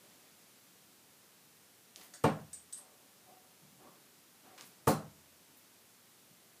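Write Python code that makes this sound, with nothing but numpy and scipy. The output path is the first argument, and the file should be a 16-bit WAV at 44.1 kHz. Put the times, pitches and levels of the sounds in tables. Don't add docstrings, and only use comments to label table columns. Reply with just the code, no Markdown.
import sys
import numpy as np
from scipy import signal
from scipy.fft import rfft, irfft
from scipy.io import wavfile

SR = 44100
rng = np.random.default_rng(int(sys.argv[2]) if len(sys.argv) > 2 else 0)


def to_wav(s):
    ch = np.atleast_2d(s).T
    pcm = np.round(np.clip(ch, -1, 1) * 32767)
    wavfile.write(sys.argv[1], SR, pcm.astype(np.int16))


N = 291060
AGE = np.arange(SR) / SR

# frequency in Hz, relative level in dB.
HISS_COLOUR = [(15, -57), (25, -30.5), (59, -23), (69, -28), (81, -8.5), (112, -4), (198, 0), (366, -3),
               (454, -4.5), (563, -5.5), (717, -7), (1290, -8.5), (1990, -9.5), (13000, -11), (15300, -14)]
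# frequency in Hz, time to fall 60 dB (t60) in seconds.
ROOM_DECAY = [(40, 0.44), (150, 0.48), (400, 0.39), (1200, 0.35), (4000, 0.26), (8000, 0.26), (15000, 0.19)]
# frequency in Hz, width in Hz, relative level in dB.
FLOOR_RESONANCES = [(270, 260, -2.5), (585, 57, -2.5), (746, 30, 2), (1120, 110, -8)]
# start and fall time in seconds, level in dB, centre in Hz, width in octaves.
SOLE_RUBS = [(0.0, 0.23, -67, 400, 1.5), (1.95, 0.076, -61.5, 398, 1.2), (2.76, 0.22, -65, 730, 0.81),
             (3.255, 0.12, -63, 600, .8), (3.785, 0.084, -55.5, 374, 1.55), (3.835, 0.07, -63, 1070, .2),
             (4.43, 0.14, -59.5, 600, 1.6)]
# start and fall time in seconds, level in dB.
HEEL_BUMPS = [(3.615, 0.21, -65.5), (4.61, 0.13, -67), (6.30, 0.045, -65.5)]
# start in seconds, level in dB.
FLOOR_CREAKS = [(3.268, -61.5), (4.45, -65)]
# start and fall time in seconds, level in dB, centre in Hz,
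# width in octaves.
FINGER_BRUSHES = [(0.0, 0.99, -71, 3460, 1.7), (5.565, .015, -61, 12900, 0.47)]
# start in seconds, flick level in dB, delay of the air hiss
# in seconds, its level in dB.
DART_RELEASES = [(1.9604, -30, 0.06, -56.5), (4.61, -31.5, 0.034, -61)]
# start in seconds, swish level in dB, snap level in dB.
ARM_SWINGS = [(2.012, -58.5, -44), (4.5783, -52.5, -44)]
# start in seconds, scuff and ring levels in dB,
# the ring's centre in Hz and width in octaves, shaft clack level in dB.
DART_KNOCKS = [(2.138, -51, -44, 9400, 0.56, -52.5), (2.530, -51.5, -35, 8450, 0.21, -65),
               (2.7258, -48.5, -31.5, 8440, 0.11, -68), (2.7761, -58.5, -44, 11000, 0.18, -67)]
# frequency in Hz, width in Hz, relative level in dB.
BARREL_RESONANCES = [(4330, 600, 8), (7000, 510, 3), (7990, 200, 0.5), (8450, 260, 3.5), (8850, 230, 0),
                     (10150, 350, -11), (11260, 400, -12)]
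# time in seconds, thud and crack levels in dB, crack centre in Hz,
# flight shiver level in dB.
HITS = [(2.2416, 0.5, -37, 1900, -57), (4.8736, 0.44, -37.5, 1240, -37)]
# frequency in Hz, relative level in dB, t60 in seconds.
BOARD_MODES = [(97.7, -22.5, 0.068), (130, -15.5, 0.023), (236, -33, 0.2), (484.3, -18, 0.046),
               (633, -36.5, 0.11), (902.5, -26, 0.09), (990, -33, 0.067), (1142, -18, 0.024),
               (1390, -36.5, 0.12)]
# frequency in Hz, relative level in dB, t60 in seconds.
ROOM_MODES = [(82.1, -55.5, 1.14), (120, -41.5, 0.37), (149, -31, 0.39), (159, -30.5, 0.41),
              (195, -36.5, 0.41), (211.6, -29.5, 0.35), (216, -42, 0.31), (243, -32, 0.27),
              (285.6, -45, 0.45), (293, -22, 0.19), (320, -28.5, 0.14), (375.7, -36, 0.23),
              (426, -36, 0.29), (451, -36.5, 0.323), (466, -21, 0.1), (526, -26.5, 0.21),
              (563.6, -24, 0.15), (612, -39, 0.31), (655, -52, 0.67), (655, -27, 0.11), (733, -19, 0.12),
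              (782, -34, 0.3), (880, -27.5, 0.16), (890, -16, 0.063), (986, -36, 0.25), (1093, -59, 0.29),
              (1080, -33, 0.28), (1066, -37, 0.17), (1240, -57, 0.216), (1275, -44, 0.11)]
# frequency in Hz, relative level in dB.
THUD_TAIL_COLOUR = [(25, -25), (55, -29), (110, 3.5), (300, -10.5), (600, 1.5), (1150, -4.5), (1550, -6),
                    (2000, -13.5), (3500, -16), (6000, -26), (15000, -39.5)]
# spread of slip strength in dB, slip length in seconds.
FIBRE_GRAIN, SKIN_GRAIN, SOLE_GRAIN = (1.8, 0.000615), (3.7, 0.00096), (1.8, 0.0117)


def from_db(db):
    return 10 ** (np.asarray(db) / 20)


def rms_one(x):
    return x / np.sqrt(np.mean(x ** 2) + 1e-20)


def at_hz(points, hz):
    known_hz, values = np.transpose(points)
    return np.interp(np.log(hz + 1e-6), np.log(known_hz), values)


def bell(hz, centre_hz, octaves):
    return np.exp(-.5 * (np.log2((hz + 1e-6) / centre_hz) / octaves) ** 2)


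def resonances(peaks, hz):
    return sum(from_db(db) / (1 + (2 * (hz - peak_hz) / width_hz) ** 2)
               for peak_hz, width_hz, db in peaks)


def decay(t60):
    return np.exp(-np.log(1000) * AGE / t60)


def noise(gain_at, size=SR):
    white = rfft(rng.standard_normal(size))
    return rms_one(irfft(white * gain_at(np.fft.rfftfreq(size, 1 / SR)), size))


def add(track, s, sound):
    start = max(0, round(s * SR))
    track[start:start + len(sound)] += sound[:N - start]


def room_hiss(level_db):
    return from_db(level_db) * noise(lambda hz: from_db(at_hz(HISS_COLOUR, hz)), size=N)


def friction(grain, rise_s, fall_s, centre_hz, octaves, colour=np.ones_like):
    spread_db, slip_s = grain
    slip_times = np.arange(SR // 4) * slip_s
    slip_db = spread_db * np.interp(AGE, slip_times, rng.standard_normal(len(slip_times)))
    envelope = np.minimum(AGE / rise_s, 1) * np.exp(-np.maximum(AGE - rise_s, 0) / fall_s)
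    rub = noise(lambda hz: bell(hz, centre_hz, octaves) * colour(hz))
    return envelope * rms_one(from_db(slip_db)) * rub


def feet(rub_db):
    def underfoot(hz):
        return from_db(rub_db) + resonances(FLOOR_RESONANCES, hz)
    out = np.zeros(N)
    for s, fall_s, db, centre_hz, octaves in SOLE_RUBS:
        sole = friction(SOLE_GRAIN, rise_s=0.043, fall_s=fall_s, centre_hz=centre_hz, octaves=octaves,
                        colour=underfoot)
        add(out, s, from_db(db) * sole)
    for s, fall_s, db in HEEL_BUMPS:
        heel = friction(SOLE_GRAIN, rise_s=0.011, fall_s=fall_s, centre_hz=165, octaves=0.4,
                        colour=underfoot)
        add(out, s, from_db(db) * heel)
    for s, db in FLOOR_CREAKS:
        creak = friction(SOLE_GRAIN, rise_s=0.023, fall_s=0.12, centre_hz=742, octaves=0.045)
        add(out, s, from_db(db) * creak)
    return out


def finger_brushes():
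    out = np.zeros(N)
    for s, fall_s, db, centre_hz, octaves in FINGER_BRUSHES:
        brush = friction(SKIN_GRAIN, rise_s=0.0079, fall_s=fall_s, centre_hz=centre_hz, octaves=octaves)
        add(out, s, from_db(db) * brush)
    return out


def reverb_tail(gain_at, build_s):
    hz = np.fft.rfftfreq(SR, 1 / SR)
    spectrum = rfft(noise(gain_at))
    centres_hz, t60s = np.transpose(ROOM_DECAY)
    tail = 0
    for share, t60 in zip(np.eye(len(t60s)), t60s):
        band = at_hz(np.column_stack([centres_hz, share]), hz)
        tail = tail + irfft(spectrum * band, SR) * decay(t60)
    return tail * (1 - np.exp(-AGE / build_s))


def in_room(x, direct_db, wet_db, predelay_s):
    tail = reverb_tail(np.ones_like, build_s=0.0023)
    tail = np.interp(AGE - predelay_s, AGE, tail, left=0)
    wet = signal.fftconvolve(x, tail / np.linalg.norm(tail))[:N]
    return from_db(direct_db) * x + from_db(wet_db) * wet


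def tick(low_hz, high_hz):
    band = signal.butter(2, [low_hz, high_hz], "band", fs=SR, output="sos")
    pulse = signal.sosfilt(band, signal.unit_impulse(SR) + 1e-18)
    return pulse / np.abs(pulse).max()


def releases(slide_db):
    out = np.zeros(N)
    for s, flick_db, air_delay_s, air_db in DART_RELEASES:
        flick = tick(low_hz=2780, high_hz=7300)
        slide = friction(SKIN_GRAIN, rise_s=0.0017, fall_s=0.076, centre_hz=5000, octaves=1.7)
        air = friction(SKIN_GRAIN, rise_s=0.019, fall_s=0.032, centre_hz=12500, octaves=0.6)
        add(out, s, from_db(flick_db) * (flick + from_db(slide_db) * slide))
        add(out, s + air_delay_s, from_db(air_db) * air)
    return out


def sleeve():
    out = np.zeros(N)
    for s, swish_db, snap_db in ARM_SWINGS:
        swish = friction(SKIN_GRAIN, rise_s=0.0034, fall_s=0.02, centre_hz=1400, octaves=1.64)
        snap = tick(low_hz=2400, high_hz=7000)
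        add(out, s, from_db(swish_db) * swish + from_db(snap_db) * snap)
    return out


def clinks(palm_db, swell_s):
    def shaft_on_palm(hz):
        palm = from_db(palm_db) * bell(hz, centre_hz=425, octaves=0.65)
        return bell(hz, centre_hz=1680, octaves=0.18) + palm
    out = np.zeros(N)
    swell = 1 - np.exp(-(AGE / swell_s) ** 2)
    for s, scuff_db, ring_db, centre_hz, octaves, clack_db in DART_KNOCKS:
        scuff = noise(lambda hz: bell(hz, centre_hz=6600, octaves=0.74)) * decay(t60=0.052)
        clack = noise(shaft_on_palm) * decay(t60=0.039)
        ring = noise(lambda hz: bell(hz, centre_hz, octaves) * resonances(BARREL_RESONANCES, hz))
        ring *= swell * decay(t60=0.046)
        add(out, s, from_db(scuff_db) * scuff + from_db(clack_db) * clack + from_db(ring_db) * ring)
    return out


def landings(push_db, bite_db, ring_db, whip_db):
    bite_lead_s, shiver_lag_s, whip_lag_s = 0.0037, 0.0029, 0.018
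    out = np.zeros(N)
    for s, _, crack_db, crack_hz, shiver_db in HITS:
        push = friction(FIBRE_GRAIN, rise_s=0.004, fall_s=0.0032, centre_hz=330, octaves=0.76)
        bite = friction(FIBRE_GRAIN, rise_s=0.0012, fall_s=0.0035, centre_hz=5700, octaves=0.97)
        ring = friction(FIBRE_GRAIN, rise_s=0.0023, fall_s=0.0068, centre_hz=8260, octaves=0.16)
        crack = friction(FIBRE_GRAIN, rise_s=0.0026, fall_s=0.007, centre_hz=crack_hz, octaves=0.41)
        shiver = friction(FIBRE_GRAIN, rise_s=0.0019, fall_s=0.023, centre_hz=9300, octaves=1.0)
        whip = friction(FIBRE_GRAIN, rise_s=0.0015, fall_s=0.0049, centre_hz=4240, octaves=0.058)
        entry = from_db(push_db) * push + from_db(bite_db) * bite + from_db(ring_db) * ring
        add(out, s - bite_lead_s, entry)
        add(out, s, from_db(crack_db) * crack)
        add(out, s + shiver_lag_s, from_db(shiver_db) * shiver)
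        add(out, s + whip_lag_s, from_db(shiver_db + whip_db) * whip)
    return out


def mode(hz, db, t60):
    return from_db(db) * np.sin(2 * np.pi * hz * AGE) * decay(t60)


def thuds(board_db, boom_db, tail_db, contact_s, swell_s):
    board = sum((-1) ** k * mode(*row) for k, row in enumerate(BOARD_MODES))
    board *= 1 - np.exp(-AGE / contact_s)
    boom = sum(mode(*row) for row in ROOM_MODES)
    boom *= 1 - np.exp(-(AGE / swell_s) ** 2)
    tail = reverb_tail(lambda hz: from_db(at_hz(THUD_TAIL_COLOUR, hz)), build_s=0.00027)
    body = from_db(board_db) * board - from_db(boom_db) * boom
    low_cut = signal.butter(3, 70, "high", fs=SR, output="sos")
    thud = signal.sosfilt(low_cut, body) + from_db(tail_db) * tail
    out = np.zeros(N)
    for s, db, *_ in HITS:
        add(out, s, from_db(db) * thud)
    return out


def scene():
    board = thuds(board_db=0.5, boom_db=0.8, tail_db=-31.0, contact_s=0.00082, swell_s=0.017)
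    points = landings(push_db=-35.5, bite_db=-43.5, ring_db=-46.5, whip_db=-2.0)
    points = in_room(points, direct_db=4.0, wet_db=-1.0, predelay_s=0.005)
    flights = in_room(releases(slide_db=-27.0), direct_db=0.5, wet_db=-10, predelay_s=0.0036)
    arm = in_room(sleeve() + finger_brushes(), direct_db=1.5, wet_db=-2, predelay_s=0.0053)
    spares = in_room(clinks(palm_db=-5, swell_s=0.0055), direct_db=2.0, wet_db=0.5, predelay_s=0.004)
    hiss = room_hiss(level_db=-62.5)
    return (hiss + feet(rub_db=-5.5) + arm + flights + spares + points + board)[None]


def record(dry):
    cutoff_hz = 15400
    return signal.sosfilt(signal.ellip(12, .1, 70, cutoff_hz, fs=SR, output="sos"), dry)


dry = scene()
out = record(dry)
to_wav(out)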